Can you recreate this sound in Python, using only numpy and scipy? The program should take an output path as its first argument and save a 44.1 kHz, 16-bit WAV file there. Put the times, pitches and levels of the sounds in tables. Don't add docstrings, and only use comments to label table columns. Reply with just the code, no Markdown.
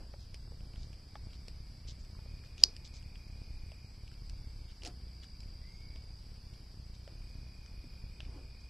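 import sys
import numpy as np
from scipy import signal
from scipy.fft import rfft, irfft, next_fast_len
from scipy.io import wavfile
from scipy.ndimage import uniform_filter1d

SR = 44100
rng = np.random.default_rng(int(sys.argv[2]) if len(sys.argv) > 2 else 0)


def inscribe(sig):
    pcm = np.round(np.clip(np.atleast_2d(sig).T, -1, 1) * 32767)
    wavfile.write(sys.argv[1], SR, pcm.astype(np.int16))


def convert_level_to_amplitude(level_db):
    exponent = np.asarray(level_db, float) / 20
    return 10 ** exponent


N = 383229
T = np.arange(N) / SR
OPPOSED = np.array([[1], [-1]])


def level(x, db):
    return x * convert_level_to_amplitude(db) / np.sqrt(np.mean(x ** 2))


def peak(x, db):
    return x * convert_level_to_amplitude(db) / np.max(np.abs(x))


def colour(x, points):
    size = next_fast_len(N)
    hz, db = np.transpose(points)
    log_hz = np.log(np.arange(size // 2 + 1) * SR / size + 1)
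    gain = convert_level_to_amplitude(np.interp(log_hz, np.log(hz), db, -200, -200))
    return irfft(rfft(x, size) * gain, size)[..., :N]


def band(x, hz, width_hz):
    return signal.lfilter(*signal.iirpeak(hz, hz / width_hz, fs=SR), x)


def band_twice(x, hz, width_hz):
    return band(band(x, hz, width_hz), hz, width_hz)


def walk(rate_hz):
    k = int(SR / rate_hz)
    held = np.repeat(rng.standard_normal(N // k + 1), k)
    return 1.6 * uniform_filter1d(uniform_filter1d(held, k), k)[:N]


def add(out, s, sound, pan_db):
    i = int(s * SR)
    out[:, i:i + sound.shape[-1]] += sound[..., :N - i] * convert_level_to_amplitude(OPPOSED * pan_db / 2)


# time in seconds, level in dB.
ENGINE_LOAD = [(0.0, -45), (0.09, -49), (0.87, -46.5), (1.04, -53), (1.23, -48), (4.72, -48), (4.74, -60),
               (4.81, -47), (5.23, -49), (5.54, -46), (5.57, -52), (6.07, -46), (6.27, -55), (6.32, -48.5),
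               (7.6, -48.5), (7.65, -51), (7.72, -47), (8.69, -49.5)]
# frequency in Hz, rms level in dB.
MAINS_HUM = [(30.2, -64), (60.1, -57), (120., -67)]


def engine():
    spread = rng.standard_normal((N // 1000, 2)).T
    times = np.cumsum(1 + .13 * spread[0]) / 31.8 + .002
    inside = times < T[-1]
    firing = np.zeros(N)
    firing[(times[inside] * SR).astype(int)] = -convert_level_to_amplitude(2.9 * spread[1][inside])
    t = T[:1024] - T[512]
    dip = np.exp(-np.abs(t) / .0016) + 1.2 * np.exp(-(t / 0.0033) ** 2)
    dips = signal.fftconvolve(firing, dip, "same")
    dips = signal.sosfiltfilt(signal.butter(2, 24, "high", fs=SR, output="sos"), dips)
    rumble = colour(rng.standard_normal(N), [(8, -32), (18, 3.0), (60, -0.5), (110, -11), (200, -22.5),
                                             (400, -34.5), (900, -41)])
    hum = sum(np.sqrt(2) * convert_level_to_amplitude(db + 0.758 * walk(2.2)) * np.sin(2 * np.pi * hz * T) for hz, db in MAINS_HUM)
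    surge_db, surge_rate_hz = 1.03, 14
    load_db = np.interp(T, *np.transpose(ENGINE_LOAD)) + 0.78 + surge_db * walk(surge_rate_hz)
    return (level(dips, -2.5) + level(rumble, -4.0)) * convert_level_to_amplitude(load_db) + hum


# frequency in Hz, density in dB per Hz.
AIR_SHARED = [(120, -108), (170, -86), (450, -103), (900, -104), (1250, -107), (1900, -107), (2700, -107.5),
              (3900, -107), (4400, -100), (4800, -92), (5100, -96), (6100, -111), (7400, -116),
              (13100, -117)]
# frequency in Hz, density in dB per Hz.
AIR_OPPOSED = [(150, -143), (290, -111), (900, -111), (1850, -115), (2300, -124), (3300, -117),
               (4200, -124), (4750, -101), (5050, -101), (5600, -117), (6500, -115), (8300, -117),
               (13100, -117)]


def air():
    embers = (rng.random(N) < 80 / SR) * rng.uniform(-1, 1, N) * 10
    mid = colour(rng.standard_normal(N) * convert_level_to_amplitude(0.34 * walk(4.4)) + embers, AIR_SHARED)
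    side = colour(rng.standard_normal(N), AIR_OPPOSED)
    return (mid + side * OPPOSED) * np.sqrt(SR / 2)


def trill(hz, rate_hz, duty, droop_hz):
    phase = np.cumsum(rate_hz * (1 + .008 * walk(7.2))) / SR % 1
    stroke = np.sin(np.pi * np.minimum(phase / duty, 1)) ** 2
    tone = np.sin(2 * np.pi * np.cumsum(hz - droop_hz * (phase / duty - .5)) / SR)
    return level(stroke * tone * convert_level_to_amplitude(0.7 * walk(40)), 0)


def song(rows):
    attack_s, release_s = .25, .05
    out = np.zeros(N)
    for start, end, *db in rows:
        swell = np.clip(np.minimum((T - start) / attack_s, (end - T) / release_s), 0, 1)
        out += swell * convert_level_to_amplitude(np.interp(T, (start, end), db))
    return out


# start in seconds, end in seconds, level at start in dB, level at end in dB.
LOW_SONGS = [
    (2.1, 3.95, -67.5, -70),
    (6.98, 9.0, -69, -68),
]
# start in seconds, end in seconds, level at start in dB, level at end in dB.
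HIGH_SONGS = [
    (4.91, 6.25, -58.5, -60),
]


def insects():
    low = trill(2450, 43.8, .92, 80) * song(LOW_SONGS) * convert_level_to_amplitude(-3.5)
    high = trill(4800, 59.5, .6, 300) * song(HIGH_SONGS) * convert_level_to_amplitude(-5.0)
    noise = rng.standard_normal((3, N))
    far = band_twice(noise[:2], 7900, 200)
    drone = band_twice(noise[2], 2290, 380) * convert_level_to_amplitude(1.3 * walk(1.5))
    far_chorus = level(far + .25 * far[::-1], -80.5) + level(drone, -76)
    return low * convert_level_to_amplitude(-.4 * OPPOSED) + high + far_chorus


# time in seconds, level in dB.
GAS_FLARES = [
    (0.004, -50),
    (2.63, -45.5),
    (3.73, -65),
    (4.86, -45),
    (7.09, -59),
    (8.28, -63),
    (8.37, -62),
]


def flame():
    rise_s, fall_s = 0.019, .05
    roar = band(rng.standard_normal(N), 330, 220) * convert_level_to_amplitude(2.5 * walk(11))
    gain = convert_level_to_amplitude(-68 + 2.3 * walk(1.6))
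    for s, db in GAS_FLARES:
        gain += convert_level_to_amplitude(db) * np.exp(-np.maximum((s - T) / rise_s, (T - s) / fall_s))
    return level(roar, -10.0) * gain


# start in seconds, peak in dB, pitch in Hz, t60 in seconds.
LOG_KNOCKS = [(.138, -45, 560, 0.038), (.343, -50, 417, 0.021), (.475, -53, 453, .04),
              (.519, -51, 480, 0.062), (1.155, -40, 836, 0.039), (1.48, -50.5, 450, 0.028),
              (2.15, -54.5, 1030, .04), (2.19, -54.5, 883, .04), (2.26, -52, 552, 0.053),
              (2.637, -40, 680, .03), (3.718, -50.5, 647, 0.047), (4.833, -46.5, 400, 0.033),
              (4.864, -44, 713, 0.15), (5.959, -54.5, 630, 0.073), (7.076, -46.5, 562.6, .05),
              (7.84, -49, 240, 0.12), (7.939, -64, 624, 0.057), (8.203, -51.5, 623, .05),
              (8.26, -52, 266.6, 0.13), (8.355, -48.5, 275, 0.38)]


def knocks():
    out, t = np.zeros((2, N)), T[:4096]
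    for s, db, hz, t60_s in LOG_KNOCKS:
        fade = np.exp(-np.log(1000) * t / np.clip(t60_s, .01, .2))
        noise = rng.standard_normal(len(t)) * fade ** 2
        rattle = peak(band(band(noise, 0.52 * hz, 1.6 * hz), 1.18 * hz, 0.64 * hz), 0.96)
        add(out, s, peak(np.sin(2 * np.pi * hz * t) * fade + rattle, db), 0)
    return out


# start in seconds, peak in dB, thump in dB relative to the peak,
# brightness in dB per octave above.
SAP_POPS = [(0.188, -62, 4, -12), (0.3433, -37.5, -30, 0), (0.606, -52, -5, -10), (0.7354, -49, -7, -3),
            (0.7579, -46, -4, -6), (0.9293, -47, -17, -4), (1.1548, -45, 2, -12), (1.248, -59, -12, 11),
            (1.3327, -42, -15, -10), (1.482, -39, -15, 6), (1.8804, -48, -18, -2), (2.4376, -59, 10, 5),
            (2.5795, -39.5, -10, -6), (2.7646, -39.5, -16, 7), (3.1558, -41, -24.5, -15),
            (3.718, -42, -20, -3), (4.0775, -45, -21, -4), (4.1154, -50, 1, 2), (4.2962, -43, -13, 10),
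            (4.8204, -41, -17, -14), (4.834, -34.5, -14, 1), (4.8492, -33, -25, 2), (4.865, -39, -6, 7),
            (4.8732, -37, -6, 8), (5.242, -49, -0.5, 6), (5.4041, -47.5, -9, 9.5), (5.9595, -39.5, -16, -5),
            (7.077, -44.5, -3, -1), (7.6605, -51, -0.5, 5), (8.2039, -31, -10, -18)]
# start in seconds, peak in dB.
FAINT_TICKS = [(0.1524, -67), (0.2173, -64), (0.4081, -64), (1.3059, -55), (1.4534, -60), (1.8476, -59),
               (1.8722, -52), (2.0486, -49), (2.7499, -50), (3.0265, -47.5), (3.2782, -52), (3.5718, -54.5),
               (4.1394, -47), (4.9016, -54), (5.431, -50), (6.3609, -57), (6.4996, -59), (6.5366, -47),
               (6.941, -55), (8.0481, -58), (8.22, -58)]


def pops():
    out, t = np.zeros((2, N)), T[:2048]
    tick_thump_db, tick_bright_db = -12, -0.5
    ticks = [(s, db, tick_thump_db, tick_bright_db) for s, db in FAINT_TICKS]
    for s, db, thump_db, bright_db in SAP_POPS + ticks:
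        debris = np.exp(-t / .0009) + convert_level_to_amplitude(-14.0) * np.exp(-t / 0.011)
        burst = rng.standard_normal(len(t)) * debris
        pan_db = 0.94 * burst[1]
        burst[0] += 5
        zones = ((1750, 1300, thump_db), (2810, 1600, 0), (4830, 1500, .8 * bright_db - 0.1),
                 (6800, 2200, 1.277 * bright_db - 13.5))
        pop = sum(peak(band_twice(burst, hz, width_hz), db + zone_db - 3.0) for hz, width_hz, zone_db in zones)
        add(out, s + 0.00061, pop, pan_db)
    return out


# start in seconds, peak in dB, length in seconds, centre in Hz.
STEAM_SPITS = [(0.189, -61.5, 0.079, 4470), (0.761, -63, 0.13, 4460), (1.33, -59.5, 0.049, 4500),
               (1.869, -52.5, 0.074, 4700), (1.99, -60, 0.04, 6500), (2.442, -59, 0.043, 4000),
               (2.579, -54, 0.086, 4000), (2.84, -50, 0.047, 4800), (2.93, -56.5, 0.081, 5000),
               (4.679, -59.5, 0.064, 2960), (4.847, -48, 0.05, 4870), (5.221, -55, 0.046, 3500),
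               (6.534, -52, 0.021, 4500), (6.932, -61, 0.055, 4140), (8.211, -64, 0.077, 2970),
               (8.6, -61.5, .04, 5100)]


def spits():
    out, t = np.zeros((2, N)), T[:8192]
    for s, db, length_s, hz in STEAM_SPITS:
        noise = rng.standard_normal((3, len(t)))
        ragged = convert_level_to_amplitude(4.2 * 8.7 * uniform_filter1d(noise[2], size=64))
        shape = np.clip(np.minimum(t / 0.0086, (length_s - t) / 0.035), 0, 1) * ragged
        wide = noise[0] + 0.36 * noise[1] * OPPOSED
        add(out, s, convert_level_to_amplitude(db + 3.0) * band_twice(wide * shape, hz, 3500), 0)
    return signal.sosfilt(signal.butter(6, 7800, fs=SR, output="sos"), out)


# start in seconds, peak in dB.
CRACK_SPLITS = [
    (2.6363, -26),
    (2.635, -27.5),
    (2.6363, -14),
    (2.6356, -17.5),
    (2.6373, 0.5),
    (2.6377, 2.8),
    (2.6455, -31.5),
    (2.6465, -26),
    (2.649, -33),
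    (2.659, -33.5),
]
# frequency in Hz, width in Hz, level in dB.
CRACK_MODES = [(1580, 730, -33), (2090, 400, -29.5), (3260, 600, -25.5), (4324, 700, -18),
               (4950, 990, -0.5), (5697, 600, -13.5), (7160, 800, -16.5), (10000, 1500, -51.5)]


def crack():
    out, t = np.zeros((2, N)), T[:8192]
    body = sum(convert_level_to_amplitude(db) * width_hz * np.sin(2 * np.pi * hz * t) * np.exp(-np.pi * width_hz * t)
               for hz, width_hz, db in CRACK_MODES)
    body = peak(body * np.minimum(t / 0.00032, 1), 0)
    dull = band(body, 5000, 1500)
    for s, db in CRACK_SPLITS:
        is_echo = s > CRACK_SPLITS[5][0]
        add(out, s, convert_level_to_amplitude(db) * (dull if is_echo else body), 1.2)
    fade = convert_level_to_amplitude(-47) * np.exp(-t / 0.0015) + convert_level_to_amplitude(-48.5) * np.exp(-t / 0.026)
    scatter = rng.standard_normal((2, len(t))) * fade
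    scatter = band(scatter + 0.97 * scatter[::-1], 5000, 1300)
    echoes = signal.fftconvolve(scatter, body[None, :512])[:, :len(t)]
    add(out, CRACK_SPLITS[2][0] + .001, echoes, 0)
    return np.array([np.roll(out[0], 1), out[1]])


def whistle():
    start_s, length_s, attack_s, release_s = 5.6, 0.53, .06, .22
    from_hz, to_hz, climb_s = 1945, 2290, .17
    overtone_at_s, overtone_span_s = 5.74, .06
    t = T - start_s
    hz = to_hz - (to_hz - from_hz) * np.exp(-np.maximum(t, 0) / climb_s)
    on = np.clip(np.minimum(t / attack_s, (length_s - t) / release_s), 0, 1)
    third = convert_level_to_amplitude(-7) * np.exp(-((T - overtone_at_s) / overtone_span_s) ** 2)
    phase = 2 * np.pi * np.cumsum(hz * (1 + .006 * walk(120))) / SR
    flutter = 1.2 + 0.5 * walk(400)
    return on * convert_level_to_amplitude(-68) * (flutter * np.sin(phase) + third * np.sin(3 * phase))


def scene():
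    steady = engine() + air() + insects() + flame()
    return steady + knocks() + pops() + spits() + crack() + whistle()


def overload(x):
    over = x - np.clip(x, -1, 1)
    over = signal.sosfiltfilt(signal.butter(3, 10500, fs=SR, output="sos"), over)
    return np.clip(x - 1.15 * over, -1, 1)


def thin(x):
    share, above_db, cut_db, from_hz, to_hz = .26, 12, -30, 1800, 13071
    f, _, z = signal.stft(x, SR, nperseg=2048)
    chance = np.repeat(rng.standard_normal((171, z.shape[2])), repeats=6, axis=0)
    chance = uniform_filter1d(chance, size=4, axis=1)[:len(f)]
    power = uniform_filter1d(np.abs(z[0]) ** 2, size=6, axis=0)
    faint = power < convert_level_to_amplitude(2 * above_db) * np.median(power[(f > from_hz) & (f < to_hz)])
    dropped = faint & (chance < np.quantile(chance, share)) & (f > from_hz)[:, None]
    return signal.istft(z * np.where(dropped, convert_level_to_amplitude(cut_db), 1), SR, nperseg=2048)[1][:, :N]


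def band_limit(x):
    return signal.sosfilt(signal.butter(12, 13071, fs=SR, output="sos"), x)


def record(dry):
    left, right = overload(dry)
    mid, side = thin(np.array([left + right, left - right]) / 2)
    return band_limit(np.array([mid + side, mid - side]))


dry = scene()
out = record(dry)
inscribe(out)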